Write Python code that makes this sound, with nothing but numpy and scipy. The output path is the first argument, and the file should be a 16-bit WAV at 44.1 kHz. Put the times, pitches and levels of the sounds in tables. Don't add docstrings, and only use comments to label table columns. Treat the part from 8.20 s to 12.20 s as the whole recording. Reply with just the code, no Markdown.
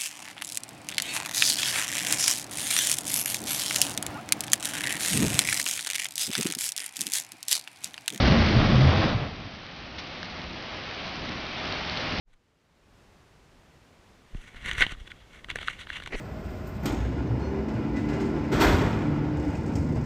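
import sys
import numpy as np
from scipy import signal
from scipy.fft import rfft, irfft
from scipy.io import wavfile
from scipy.ndimage import uniform_filter1d

SR = 44100
rng = np.random.default_rng(int(sys.argv[2]) if len(sys.argv) > 2 else 0)


def transcribe(signal):
    frames = np.atleast_2d(signal).T
    limited = np.clip(frames, -1, 1)
    pcm = np.round(limited * 32767).astype(np.int16)
    wavfile.write(sys.argv[1], SR, pcm)


N = 176400

# (frequency [Hz], level [dB])
SPLASH = [(300, -17.5), (1000, -5), (1800, 3), (3000, 4), (4700, 4), (5800, -2.5), (6500, -18), (7200, -43)]


def undb(db):
    return 10 ** (np.asarray(db) / 20)


def unit(x):
    return x / np.sqrt(np.mean(x ** 2))


def curve(t, rows):
    return undb(np.interp(t, *np.array(rows).T))


def colour(x, points):
    hz, db = np.array(points).T
    f = np.arange(N + 1) * SR / (2 * N)
    gain = undb(np.interp(np.log(f + 1), np.log(hz), db))
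    cepstrum = irfft(np.log(gain))
    cepstrum[1:N] *= 2
    cepstrum[N + 1:] = 0
    return irfft(rfft(x, 2 * N) * np.exp(rfft(cepstrum)))[:N]


def walk(hz):
    hold = max(int(SR / hz), 1)
    steps = np.repeat(rng.standard_normal(N)[:N // hold + 1], hold)
    return unit(uniform_filter1d(uniform_filter1d(steps, hold), hold)[:N])


def pops(per_s, spread_db):
    size = undb(spread_db * np.minimum(rng.exponential(size=N), 4))
    return (rng.random(N) < per_s / SR) * size * rng.choice([-1, 1], N)


def bursts(t, rows, decay_s):
    envelope = sum(undb(db) * (t >= at) * np.exp(-np.maximum(t - at, 0) / decay_s) for at, db in rows)
    return rng.standard_normal(N) * envelope


def walls(t, x):
    # (delay [s], level [dB])
    echoes = [(.0097, -18), (.0187, -17), (0.0234, -16), (.047, -13.5)]
    return x + sum(undb(db) * np.interp(t - delay, t, x, left=0) for delay, db in echoes)


def yard(t):
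    # (frequency [Hz], level [dB])
    spectrum = [(15, -17), (35, -5.5), (60, 1), (85, 2), (130, -4), (175, 1), (215, -2), (270, -1.5),
                (380, -9), (800, -53)]
    # (time [s], level [dB])
    swell = [(0, 11), (1.3, -3.5), (1.6, 1.5), (2.05, 1), (2.3, 4), (2.5, 0), (2.8, -2), (3.1, 3.5),
             (3.35, -3), (3.7, -0.5), (4, 3.5)]
    rumble = unit(colour(rng.standard_normal(N), spectrum))
    return rumble * undb(-35.5 + .7 * walk(hz=9.4)) * curve(t, swell)


def rain(t):
    # (frequency [Hz], level [dB])
    spectrum = [(150, -11.5), (360, -2), (440, -3), (550, 1), (780, 0.5), (920, -2.5), (1250, -1.5),
                (1600, -3.5), (2100, -1.6), (3200, -3.5), (4700, -8.5), (5600, -15), (6300, -26.5),
                (7000, -46)]
    # (time [s], level [dB])
    shower = [(0, 8.5), (1.5, -0.5), (1.72, 0), (1.85, 1.5), (2.4, -.5), (2.7, .5), (3.3, -1), (3.55, 1),
              (4, 0)]
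    far_drops = colour(pops(per_s=14000, spread_db=1.6), spectrum)
    hiss = unit(walls(t, far_drops)) * undb(-30 + .48 * walk(hz=12))
    patter = unit(colour(pops(per_s=330, spread_db=3.7), SPLASH)) * undb(-41.5)
    return (hiss + patter) * curve(t, shower)


def drops(t):
    # (time [s], level [dB], ring [Hz])
    impacts = [(2.0302, 3, 1790), (2.056, -7, 2110), (2.194, -8, 1550), (2.712, -8.5, 1900),
               (3.0547, -8, 1920), (3.524, -7, 4320), (3.6972, -4.5, 4530), (3.7725, -4, 4340),
               (3.923, -8.5, 2430)]
    # (time [s], level [dB])
    spatter = [(1.783, -19), (1.792, -29)]
    ring_s, ring_db = .00088, -16
    out = bursts(t, spatter, decay_s=.015)
    for at, db, hz in impacts:
        age = np.maximum(t - at, 0)
        out[int(at * SR)] += undb(db)
        out += undb(db + ring_db) * np.exp(-age / ring_s) * np.sin(2 * np.pi * hz * age)
    return colour(out, SPLASH)


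def nozzles(t):
    # (frequency [Hz], level [dB])
    spectrum = [(500, -22), (1400, 1), (2150, 3), (2600, 0), (3600, -0.5), (4700, -2), (5500, -8.5),
                (6300, -20), (7000, -41.5)]
    # (time [s], level [dB])
    spits = [(.063, -15), (.076, -10), (.285, -13), (.555, -17.5)]
    shut_s, sag_db_per_s, fall_db_per_s = .86, 3, 88
    hiss_db = -14 - sag_db_per_s * t - fall_db_per_s * np.maximum(t - shut_s, 0)
    hiss = unit(colour(pops(per_s=9000, spread_db=4), spectrum)) * undb(hiss_db + .5 * walk(hz=40))
    return hiss + colour(bursts(t, spits, decay_s=.013), SPLASH)


def fireballs(t):
    # (peak time [s], pitch [Hz], level [dB], swell [s])
    booms = [(.06, 64, -2.5, 0.042), (.175, 238, -6, 0.023), (0.206, 66, -2, 0.032), (0.254, 88, -2.5, .04),
             (0.366, 110, -2, 0.031), (0.601, 132, 4.5, 0.066), (.68, 85, 2.5, 0.048),
             (0.784, 100, -4, 0.047), (.958, 105, -1.5, 0.011), (1.025, 130.5, -9, 0.019),
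             (1.26, 106, -23, 0.02)]
    out = np.zeros(N)
    for at, hz, db, swell in booms:
        start = rng.random()
        pitch = hz * (1 + .035 * walk(hz=50.5))
        phase = 2 * np.pi * (start + np.cumsum(pitch) / SR)
        out += undb(db) * np.exp(-((t - at) / swell) ** 2) * np.sin(phase)
    return out


def flame(t):
    # (time [s], level [dB])
    burn = [(0, -3.5), (.2, -5), (.3, -6.5), (.41, -3.5), (.5, -3), (.7, -7), (.8, -7.5), (.9, -10),
            (1.03, -17), (1.14, -23.5), (1.3, -30.5), (1.5, -46.5)]
    # (frequency [Hz], level [dB])
    rumble_spectrum = [(15, -20), (30, 0), (43, -14.5), (62, -2.5), (90, -1), (130, 1), (165, -3.5),
                       (215, -0.5), (260, -8), (320, -8), (450, -22), (900, -67)]
    roar_spectrum = [(150, -10), (320, -1.5), (450, -2.5), (540, 2), (780, -1), (920, -6), (1080, -2.5),
                     (1500, -9), (2200, -12.5), (3500, -13), (7000, -54)]
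    shut_s, fall_db_per_s, flutter_db = .85, 71, 1.46
    flutter = undb(flutter_db * walk(hz=46.8))
    rumble = unit(colour(pops(per_s=1600, spread_db=1.3), rumble_spectrum)) * curve(t, burn)
    roar = unit(colour(pops(per_s=5000, spread_db=2.37), roar_spectrum)) * flutter
    roar_db = -11.5 - fall_db_per_s * np.maximum(t - shut_s, 0)
    return rumble + walls(t, roar) * undb(roar_db)


def scene():
    t = np.arange(N) / SR
    return (flame(t) + nozzles(t) + fireballs(t) + rain(t) + yard(t) + drops(t))[None]


def record(dry):
    threshold_db, release_db_per_s, window_s, top_hz = -18, 4.5, .5, 6900
    loud_db = 10 * np.log10(uniform_filter1d(dry[0] ** 2, int(window_s * SR)) + 1e-12)
    over_db = np.maximum(loud_db - threshold_db, 0)
    release = release_db_per_s * np.arange(N) / SR
    duck_db = np.maximum.accumulate(over_db + release) - release
    lowpass = signal.ellip(8, .2, 70, top_hz, fs=SR, output="sos")
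    return signal.sosfilt(lowpass, dry * undb(-duck_db))


dry = scene()
out = record(dry)
transcribe(out)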